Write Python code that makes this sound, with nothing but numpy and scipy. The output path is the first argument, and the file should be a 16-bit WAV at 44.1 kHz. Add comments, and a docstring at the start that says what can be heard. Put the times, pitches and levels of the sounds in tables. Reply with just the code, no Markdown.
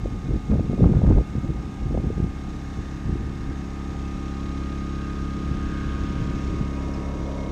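"""Gusts buffet the microphone, hardest in the first two seconds, while an electric buffer hums and whines.
The buffer runs steadily against a hull in a boatyard, heard by someone walking past the bows.
Its tones are sine waves tied to the turning angle; rasp, scuffs and air are noise shaped within each turn.
The pad squeaks and scuffs on every turn, and the hulls colour the machine differently along the way.
The wind is lumpy filtered noise, with single push-and-pull waves for the sharp buffets."""
import sys
import numpy as np
from scipy import signal
from scipy.fft import rfft, irfft, next_fast_len
from scipy.io import wavfile
from scipy.ndimage import uniform_filter1d

SR = 44100
rng = np.random.default_rng(int(sys.argv[2]) if len(sys.argv) > 2 else 0)


def pcm_store(signal):
    """Save signal as 16-bit PCM."""
    levels = np.round(np.clip(np.atleast_2d(signal), -1, 1) * 32767)
    wavfile.write(sys.argv[1], SR, levels.astype(np.int16).T)


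N = 331191
TIME_S = np.arange(N) / SR
TEETH = 36  # gear teeth passing in each turn


def from_db(db):
    """Turn decibels into a gain."""
    return 10 ** (np.asarray(db) / 20)


def rms_one(x):
    """Scale a sound to unit power."""
    return x / np.sqrt(np.mean(x ** 2) + 1e-20)


def in_time(rows):
    """Draw straight lines through (time, value) points, giving a value at every sample."""
    point_s, value = np.transpose(rows)
    return np.interp(TIME_S, point_s, value)


def drift(rate_hz):
    """Slow random wandering with spread 1: noise smoothed twice, made at a fortieth of the sample rate."""
    r = np.exp(-80 * np.pi * rate_hz / SR)
    noise = rng.standard_normal(N // 40 + 2002)
    slow = signal.lfilter([1], [1, -2 * r, r * r], noise)[2000:]  # skip the filter's start-up
    return np.interp(np.arange(N) / 40, np.arange(len(slow)), rms_one(slow))


def colour(x, spectrum):
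    """Give a steady sound a spectrum that falls away steeply past its ends; rms 1."""
    size = next_fast_len(N)
    hz, db = np.transpose(spectrum)
    f = np.maximum(np.fft.rfftfreq(size, 1 / SR), 1)
    gain = from_db(np.interp(np.log(f), np.log(hz), db))
    gain = gain * np.minimum(1, np.minimum(f / hz[0], hz[-1] / f)) ** 4
    return rms_one(irfft(rfft(x, size) * gain, size)[:N])


def resonate(x, hz, width_hz):
    """A resonance applied twice, for steep flanks; the width is that of one pass; rms 1."""
    r = np.exp(-np.pi * width_hz / SR)
    section = [1, 0, -1, 1, -2 * r * np.cos(2 * np.pi * hz / SR), r * r]
    return rms_one(signal.sosfilt([section, section], x))


def swells_db(rows, attack_s, release_s, quiet_db):
    """Each swell rises, holds and dies away above a quiet level; the strongest prevails."""
    level = 0
    for full_s, hold_s, db in rows:
        before = np.maximum(full_s - TIME_S, 0) / attack_s
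        after = np.maximum(TIME_S - full_s - hold_s, 0) / release_s
        level = np.maximum(level, from_db(db) * np.exp(-np.minimum(before + after, 20)))
    return 20 * np.log10(np.hypot(level, from_db(quiet_db)))


def zone_db(middle_s, half_width_s, edge, outside_db, change_db):
    """Level along a stretch of the path where hulls lift or shade a sound; a high edge is abrupt."""
    away = np.abs((TIME_S - middle_s) / half_width_s)
    return outside_db + change_db * np.exp(-away ** edge)


def direct_db(nearest_db, share):
    """Level along a straight walk past the machine, with a share of the full loss with distance."""
    nearest_s, nearest_m, walk_m_per_s = 6.04, 2.15, 1.44
    along_m = walk_m_per_s * (TIME_S - nearest_s)
    return nearest_db - share * 20 * np.log10(np.hypot(along_m, nearest_m) / nearest_m)


def shade_db():
    """Level change as a hull comes to stand in the way near the end of the path."""
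    return zone_db(middle_s=8, half_width_s=.92, edge=11, outside_db=0, change_db=-4.5)


def shaded(x):
    """The hull in the way weakens the treble and lets the low part through."""
    low = signal.sosfiltfilt(signal.butter(2, 1400, fs=SR, output="sos"), x)
    return low + from_db(shade_db()) * (x - low)


def far_drone_db():
    """Level of the far hull's drone, shared by everything that rises with it."""
    # along the path: time_s, level_db
    drone_points = [(0, -66), (4.6, -57.5), (5.7, -57), (6.1, -48), (6.4, -47), (6.55, -46.5), (6.85, -41),
                    (6.95, -38.5), (7.25, -36.5), (7.36, -36), (7.51, -37)]
    return in_time(drone_points)


def clatter_db():
    """The hulls throw the pad's clatter across the path in a few swells."""
    # before each sound's own offset: full_strength_s, hold_s, level_db
    clatter_swells = [(5.05, 0.08, -52), (5.72, 0.12, -47.5), (5.9, 0.14, -48.5), (6.13, 0.11, -50.5)]
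    return swells_db(clatter_swells, attack_s=0.22, release_s=0.24, quiet_db=-65)


def tones(turn, orders, wander_db, rough_db):
    """Multiples of the speed flutter with the load and swell and fade as the path crosses reflections."""
    total = 0
    for multiple, db in orders:
        level_db = db + wander_db * drift(0.45) + rough_db * drift(32)
        total = total + from_db(level_db) * np.sin(2 * np.pi * (multiple * turn + rng.random()))
    return total


def friction(turn, repeat, count=260, size=8192):
    """The same rough spots pass on every turn and slowly change; the rest is fresh noise."""
    rough = 0
    for _ in range(2):
        # one turn's pattern: equally strong waves with chance phases
        track = irfft(np.r_[0, np.exp(2j * np.pi * rng.random(count))], size)
        rough = rough + drift(0.44) * np.interp(turn % 1, np.arange(size) / size, track, period=1)
    rough = rough / np.sqrt(uniform_filter1d(rough ** 2, SR // 10) + 1e-20)
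    # the repeating part covers only the lower part of the spectrum
    bandwidth_share = count * turn[-1] / (N / 2)
    return np.sqrt(repeat * bandwidth_share) * rough + np.sqrt(1 - repeat) * rng.standard_normal(N)


def throb(turn, once_db, twice_db, four_db):
    """The load rises and falls once, twice and four times within each turn."""
    angle = 2 * np.pi * turn
    return from_db(once_db * np.cos(angle) + twice_db * np.cos(2 * angle) + four_db * np.cos(4 * angle))


def from_place(turn, place):
    """Turns since the nearest pass of a place on the circle, -.5 to .5."""
    return (turn - place + .5) % 1 - .5


def top_hiss():
    """Faint, steady noise high in the treble."""
    # colour of the hiss: pitch_hz, level_db per Hz
    hiss_colour = [(7000, 8.5), (9300, 4), (10200, -5.5), (11700, -1.5), (13000, -5.5), (14500, -16)]
    return from_db(-67) * colour(rng.standard_normal(N), hiss_colour)


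def turbulence(spectrum, lumpy_db):
    """Lumpy noise whose power is evened out over a thirtieth of a second."""
    x = colour(rng.standard_normal(N) * from_db(lumpy_db * drift(64)), spectrum)
    return x / np.sqrt(uniform_filter1d(x ** 2, SR // 30) + 1e-9)


def buffets(cycles=0.38):
    """An eddy crossing the microphone's port pushes and pulls once."""
    # sharp buffets, centred half a cycle after start_s: start_s, level_db, pitch_hz
    sharp_buffets = [(0.058, -15.5, 408), (0.334, -27, 385), (0.343, -15.5, 262), (0.497, -15, 160),
                     (0.53, -15, 169), (0.534, -18.5, 467), (0.555, -20, 417), (0.595, -17, 466),
                     (0.663, -27, 332), (0.709, -22, 314), (0.732, -17.5, 423), (0.779, -21.5, 430),
                     (0.807, -10, 357), (0.818, -6, 130), (0.837, -11, 272), (0.842, -18, 756),
                     (0.858, -7, 171), (0.859, -15, 540), (0.872, -33, 700), (0.89, -25, 448),
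                     (0.907, -23, 300), (0.937, -23, 617), (0.959, -25, 520), (0.967, -31, 497),
                     (1.018, -18, 516), (1.047, -19, 560), (1.062, -31, 563), (1.082, -13, 180),
                     (1.09, -20.5, 650), (1.095, -35, 1490), (1.103, -13, 443), (1.111, -17.5, 560),
                     (1.124, -29, 800), (1.155, -9, 130), (1.163, -24, 495), (1.172, -28, 520),
                     (1.185, -19, 595), (1.21, -17, 360), (1.352, -20, 326), (1.503, -21, 333),
                     (1.909, -24, 337), (1.944, -18, 395), (1.95, -17, 437), (1.975, -16.5, 526),
                     (1.976, -14, 219), (2.002, -31, 496), (2.08, -22, 192), (2.103, -13.5, 308),
                     (2.242, -17.5, 200), (3.091, -15, 130), (3.127, -16, 132), (3.156, -20.5, 260),
                     (3.4, -21, 110), (4.158, -27, 74), (5.511, -18, 131), (6.344, -20, 75),
                     (6.61, -12.5, 169)]
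    out = np.zeros(N)
    for start_s, db, hz in sharp_buffets:
        near = np.abs(TIME_S - start_s) < .06
        phase = (TIME_S[near] - start_s) * hz - .5
        out[near] += from_db(db) * np.sin(2 * np.pi * phase) * np.exp(-.5 * (phase / cycles) ** 2)
    return out


def wind(strong_db=-14.0, top=0.54):
    """Eddies rumble on the port; small ones grow faster than the gust, and the biggest swings saturate."""
    # gusts, before the offsets below: full_strength_s, hold_s, level_db, small_eddy_lift_db
    gusts = [(0.03, 0.044, -25.5, -6), (0.155, 0.04, -29, -6), (0.291, .07, -20, -3),
             (0.509, 0.047, -17, 0.5), (0.583, 0.026, -22, 1.5), (0.64, 0.023, -28.5, 5.5),
             (0.698, 0.048, -26.5, 6.5), (0.787, 0.016, -19, 0.5), (0.828, 0.038, -11, -1.5),
             (0.892, 0.041, -19.5, 1.5), (0.956, 0.018, -13.5, -2), (1.035, 0.0083, -17.5, 2.5),
             (1.065, 0.064, -11, -4), (1.156, 0.036, -9.5, -7), (1.352, 0.032, -24, -0.5),
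             (1.444, 0.0057, -28, 7), (1.49, 0.015, -21.5, -1.5), (1.566, 0.0096, -23, -17),
             (1.824, .06, -22, -11), (1.907, 0.089, -22, -1.5), (2.04, 0.07, -23, -1.5),
             (2.173, 0.017, -20.5, -3.5), (2.191, 0.063, -20.5, -2), (2.798, 0.013, -27, -8),
             (3.06, .02, -27, -4), (3.087, 0.068, -24.5, -4), (3.19, .055, -25, -10), (3.398, .015, -33, 2),
             (3.49, 0.031, -31.5, -1), (4.153, 0.022, -30, -3), (5.36, .01, -34, 6), (5.503, .08, -30.5, 0),
             (5.662, 0.027, -28, -6), (6.007, 0.028, -27, -11), (6.324, 0.022, -29, -4),
             (6.502, 0.039, -23.5, -4), (6.602, .02, -27, 3.5), (7.204, 0.026, -29.5, -9)]
    # light breeze between the gusts: time_s, level_db
    breeze = [(0, -30.5), (1.6, -31.5), (2.6, -36.5), (3.4, -35.5), (3.75, -37.5), (4.0, -42.5), (5.1, -41),
              (5.6, -32), (6.4, -31.5), (7.5, -40)]
    # colour of the slow eddies: pitch_hz, level_db per Hz
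    eddies = [(12, -24), (28, -11), (52, 0.5), (80, -4), (130, -7), (200, -17.5), (320, -21), (500, -38),
              (900, -62.5)]
    # colour of the small eddies that strong gusts tear off: pitch_hz, level_db per Hz
    small_eddies = [(70, -5.5), (170, 5.5), (280, -2), (400, -9.5), (600, -22.5), (1000, -53.5),
                    (1600, -58.5), (3000, -52.5)]
    # colour of the tiny eddies that only the hardest gusts tear off: pitch_hz, level_db per Hz
    tiny_eddies = [(500, -2), (900, -5), (1400, -11), (2200, -21)]

    breeze_db = in_time(breeze) + 3.5 * drift(6.1)
    large = [(full_s, hold_s, db) for full_s, hold_s, db, _ in gusts]
    small = [(full_s, hold_s, db + lift_db) for full_s, hold_s, db, lift_db in gusts]
    large_db = swells_db(large, attack_s=.012, release_s=.018, quiet_db=breeze_db) - strong_db
    small_db = swells_db(small, attack_s=.012, release_s=.018, quiet_db=breeze_db) - strong_db

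    rumble_db = strong_db - 2 + large_db + 0.83 * drift(14.0)
    rumble = from_db(rumble_db) * turbulence(eddies, lumpy_db=5.5)
    flutter_db = strong_db - 2 + 1.366 * small_db
    flutter = from_db(flutter_db) * turbulence(small_eddies, lumpy_db=4.0)
    spatter = from_db(-42 + 1.7 * small_db) * turbulence(tiny_eddies, lumpy_db=6)
    return top * np.tanh((rumble + flutter + spatter + buffets()) / top)


def chink():
    """A light chink nearby: one small part rings and dies away."""
    start_s, level_db, pitch_hz = 6.938, -45, 5250
    t60_s = .07  # time to fade by 60 dB
    age_s = np.clip(TIME_S - start_s, 0, 2 * t60_s)
    return from_db(level_db - 60 * age_s / t60_s) * np.sin(2 * np.pi * pitch_hz * age_s)


def far_whistle():
    """A faint, narrow band of air noise rises with the far hull's drone."""
    return from_db(far_drone_db() - 30) * resonate(rng.standard_normal(N), hz=5800, width_hz=160)


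def thin_tone():
    """An unsteady high tone, not locked to the turn, sounds in short bursts over a narrow band of noise."""
    # bursts of the tone: full_strength_s, hold_s, level_db
    ring_swells = [(0.27, .05, -62), (2.25, .04, -62), (4.23, .04, -57.5), (4.49, .07, -60.5),
                   (4.61, .04, -61), (4.68, .045, -58.5), (4.79, .05, -61.5), (5.08, .035, -60),
                   (5.75, .06, -57), (5.83, .04, -55), (6.1, .035, -58), (6.18, .03, -59), (6.26, .1, -62),
                   (6.46, .035, -59), (6.53, .09, -61), (6.77, .11, -58.5), (6.96, .2, -58),
                   (7.24, .04, -58), (7.35, .075, -56.5), (7.47, .04, -55)]
    # breathy band along the path: time_s, level_db
    ring_breath = [(0, -65.5), (2.5, -64), (4.6, -68), (5.3, -81), (5.7, -68), (6.7, -57), (7.1, -60.5),
                   (7.5, -56)]
    pitch_hz, waver_hz = 2162, 7
    ring_db = swells_db(ring_swells, attack_s=.016, release_s=.02, quiet_db=-63.5) + 1.3 * drift(35)
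    phase = 2 * np.pi * np.cumsum(pitch_hz + waver_hz * drift(31.5)) / SR
    ring = from_db(ring_db) * np.sqrt(2) * np.sin(phase)
    breath = from_db(in_time(ring_breath)) * resonate(rng.standard_normal(N), pitch_hz, width_hz=110)
    return ring + breath


def cooling_air(turn):
    """The fan's air pulses with the turn and whistles faintly in the casing."""
    # colour of the air: pitch_hz, level_db per Hz
    air_colour = [(1500, 11.5), (3000, 3), (3700, 0), (4300, 4), (5000, 3), (5550, 5), (6050, 0.5),
                  (6550, 6), (7100, -3), (8300, -7), (9300, -29), (10200, -20)]
    # the air along the path, before the 2.5 dB added below: time_s, level_db
    air_points = [(0, -59), (2.25, -59.5), (2.45, -58.5), (2.8, -57), (3.25, -59), (3.9, -57), (5.0, -56.5),
                  (5.9, -55.8), (6.45, -54.5), (6.8, -56.5), (7.5, -57.5)]
    # narrow resonances of the casing: pitch_hz, width_hz, level_db against the air
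    casing = [(3536, 54, -15.5), (3700, 480, -13), (4690, 83, -21), (5140, 90, -20), (5530, 70, -22),
              (5610, 90, -20.5), (6020, 120, -19), (6500, 45, -23), (6480, 130, -27)]
    flow = friction(turn, repeat=0.17) * throb(turn - .5, once_db=1.05, twice_db=0.95, four_db=1.3)
    air = colour(flow, air_colour)
    for hz, width_hz, db in casing:
        air = air + from_db(db + 1.0 * drift(0.61)) * resonate(flow, hz, width_hz)
    return from_db(in_time(air_points) + 2.5 + .5 * drift(25)) * air


def squeaks(turn, speed):
    """One short chirp per turn, rising in pitch and slightly unsteady; rms 1."""
    middle_hz, rise_hz_per_s, length_s, jitter_rad = 1530, 38000, .0031, .45
    age_s = from_place(turn, 0) / speed
    phase = 2 * np.pi * (middle_hz + .5 * rise_hz_per_s * age_s) * age_s + jitter_rad * drift(25)
    loudness = np.exp(-.5 * (age_s / length_s) ** 2) * from_db(.5 * drift(20))
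    return rms_one(loudness * np.sin(phase))


def pad_contact(turn, speed):
    """On every turn the pad squeaks, then its edge scuffs the hull twice, rubbing lightly in between."""
    # scuffs in each turn: place_turns, width_turns, level_db
    scuff_places = [(.28, .06, 0), (.53, .08, 0)]
    # colour of a scuff: pitch_hz, level_db per Hz
    scuff_colour = [(2200, 0), (2600, -6.5), (3000, 2), (3300, 4), (3600, 0.5), (3950, 5.5), (4300, -5.5),
                    (6000, -8), (7500, -23)]
    # strength of the scuffs along the path: time_s, level_db
    scuff_points = [(0, -63), (2.2, -66.5), (2.5, -61.5), (3.9, -63), (4.4, -56.5), (4.6, -56),
                    (5.1, -56.5), (5.5, -59.5), (5.85, -76), (6.35, -55.5), (6.85, -62), (7.5, -57)]
    touch = .35  # the light rubbing in between
    for place, width, db in scuff_places:
        touch = touch + from_db(db) * np.exp(-.5 * (from_place(turn, place) / width) ** 2)
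    scuffs = from_db(in_time(scuff_points)) * colour(friction(turn, repeat=0.39) * touch, scuff_colour)
    return scuffs + from_db(clatter_db() - 2 + shade_db()) * squeaks(turn, speed)


def buffer_noise(turn):
    """The pad rasps and slaps, and the hulls resonate in bands of this turning noise."""
    # pad and bearing rasp: pitch_hz, level_db per Hz
    rasp_colour = [(200, 5.5), (310, 16), (440, 5), (560, 2.5), (800, 2), (930, -9.5), (1150, 4.5),
                   (1380, -2.5), (1750, -2.5), (2300, -9), (2700, -7), (3700, -20), (4400, -18.5),
                   (7000, -26)]
    # the far hull's drone: pitch_hz, level_db per Hz
    drone_colour = [(270, 4), (330, 10.5), (400, -4), (480, 3.5), (600, 3.5), (700, -1.5), (820, -13),
                    (960, -7), (1400, -22)]
    rasp = friction(turn, repeat=0.18) * throb(turn, once_db=0.0, twice_db=0.7, four_db=-0.5)
    rasp = from_db(direct_db(nearest_db=-42.5, share=0.47)) * shaded(colour(rasp, rasp_colour))

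    slaps = friction(turn, repeat=0.8) * throb(turn + .3, once_db=.5, twice_db=1.2, four_db=2.5)
    clatter = from_db(clatter_db() - 1.5) * resonate(slaps, hz=1560, width_hz=250)

    rub = friction(turn, repeat=.4) * throb(turn, once_db=-1.5, twice_db=1.0, four_db=0.5)
    bright_db = zone_db(middle_s=5.92, half_width_s=.7, edge=2.0, outside_db=-66, change_db=13.5)
    bright = from_db(bright_db) * resonate(rub, hz=2860, width_hz=1770)

    drone = friction(turn, repeat=0.55) * throb(turn, once_db=1.0, twice_db=.8, four_db=0.0)
    drone = from_db(far_drone_db()) * colour(drone, drone_colour)

    hollow_db = zone_db(middle_s=6.5, half_width_s=2, edge=5, outside_db=-52, change_db=-6)
    hollow = from_db(hollow_db) * resonate(friction(turn, repeat=0.55), hz=775, width_hz=170)

    # pad noise thrown back by the first hull
    sheen_db = zone_db(middle_s=3.4, half_width_s=.95, edge=6, outside_db=-72, change_db=13.5)
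    sheen = from_db(sheen_db) * resonate(friction(turn, repeat=1.0), hz=1780, width_hz=420)
    return rasp + clatter + bright + drone + hollow + sheen


def buffer_tones(turn):
    """Rotating parts hum at multiples of the speed, and the gear teeth whine as each one passes."""
    # low hum: speed_multiple, relative_level_db
    hum_lines = [(1, -3.5), (2, 2), (3, -13.5), (4, -4.5), (5, -5.5), (6, -3), (7, -19.5), (8, -5),
                 (9, -10.5), (10, -13), (11, -22), (12, -17), (13, -19.5), (14, -28.5), (15, -40.5),
                 (16, -24.5)]
    # lines around the gear whine: speed_multiple, relative_level_db
    gear_lines = [(28, -5.5), (30, -13), (32, -1.5), (38, -1.5)]
    # higher gear lines, which a hull can shade: speed_multiple, relative_level_db
    high_gear_lines = [(47, -8), (50, -14.5), (52, -15.5), (72, -9.5), (76, -13.5), (80, -12)]
    # tones in the far hull's drone: speed_multiple, level_db against the drone
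    far_lines = [(8, -7), (10, -9), (16, -16), (20, -16), (28, -14.5)]
    hum = tones(turn, hum_lines, wander_db=0.4, rough_db=1.35)
    hum = from_db(direct_db(nearest_db=-30, share=0.71)) * hum

    whine_db = zone_db(middle_s=5.5, half_width_s=1.47, edge=4, outside_db=-49.5, change_db=8)
    whine = from_db(whine_db + 0.68 * drift(15)) * np.sin(2 * np.pi * TEETH * turn)

    gears = tones(turn, gear_lines, wander_db=1.5, rough_db=2.8)
    gears = gears + shaded(tones(turn, high_gear_lines, wander_db=-1.0, rough_db=4.5))
    gears = from_db(direct_db(nearest_db=-52, share=0.59)) * gears

    drone_tones = from_db(far_drone_db()) * tones(turn, far_lines, wander_db=-0.7, rough_db=4.5)
    return hum + whine + gears + drone_tones


def scene():
    """The speed trembles slightly; the machine's hum, rasp and air follow its angle."""
    # pitch of the gear whine, which follows the load on the pad: time_s, pitch_hz
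    whine_pitch = [(0.2, 1228), (0.55, 1230), (2.13, 1228), (5.43, 1236), (6.29, 1231), (7.08, 1235),
                   (7.51, 1228)]
    speed = in_time(whine_pitch) / TEETH  # turns per second
    turn = np.cumsum(speed * (1 + .001 * drift(8.0))) / SR
    background = top_hiss() + wind() + chink()
    air = far_whistle() + thin_tone() + cooling_air(turn)
    machine = pad_contact(turn, speed) + buffer_noise(turn) + buffer_tones(turn)
    return (background + air + machine)[None]


def record(dry):
    """A steep filter cuts the top above 14.8 kHz."""
    return signal.sosfilt(signal.ellip(10, .1, 80, 14800, fs=SR, output="sos"), dry)


dry = scene()
out = record(dry)
pcm_store(out)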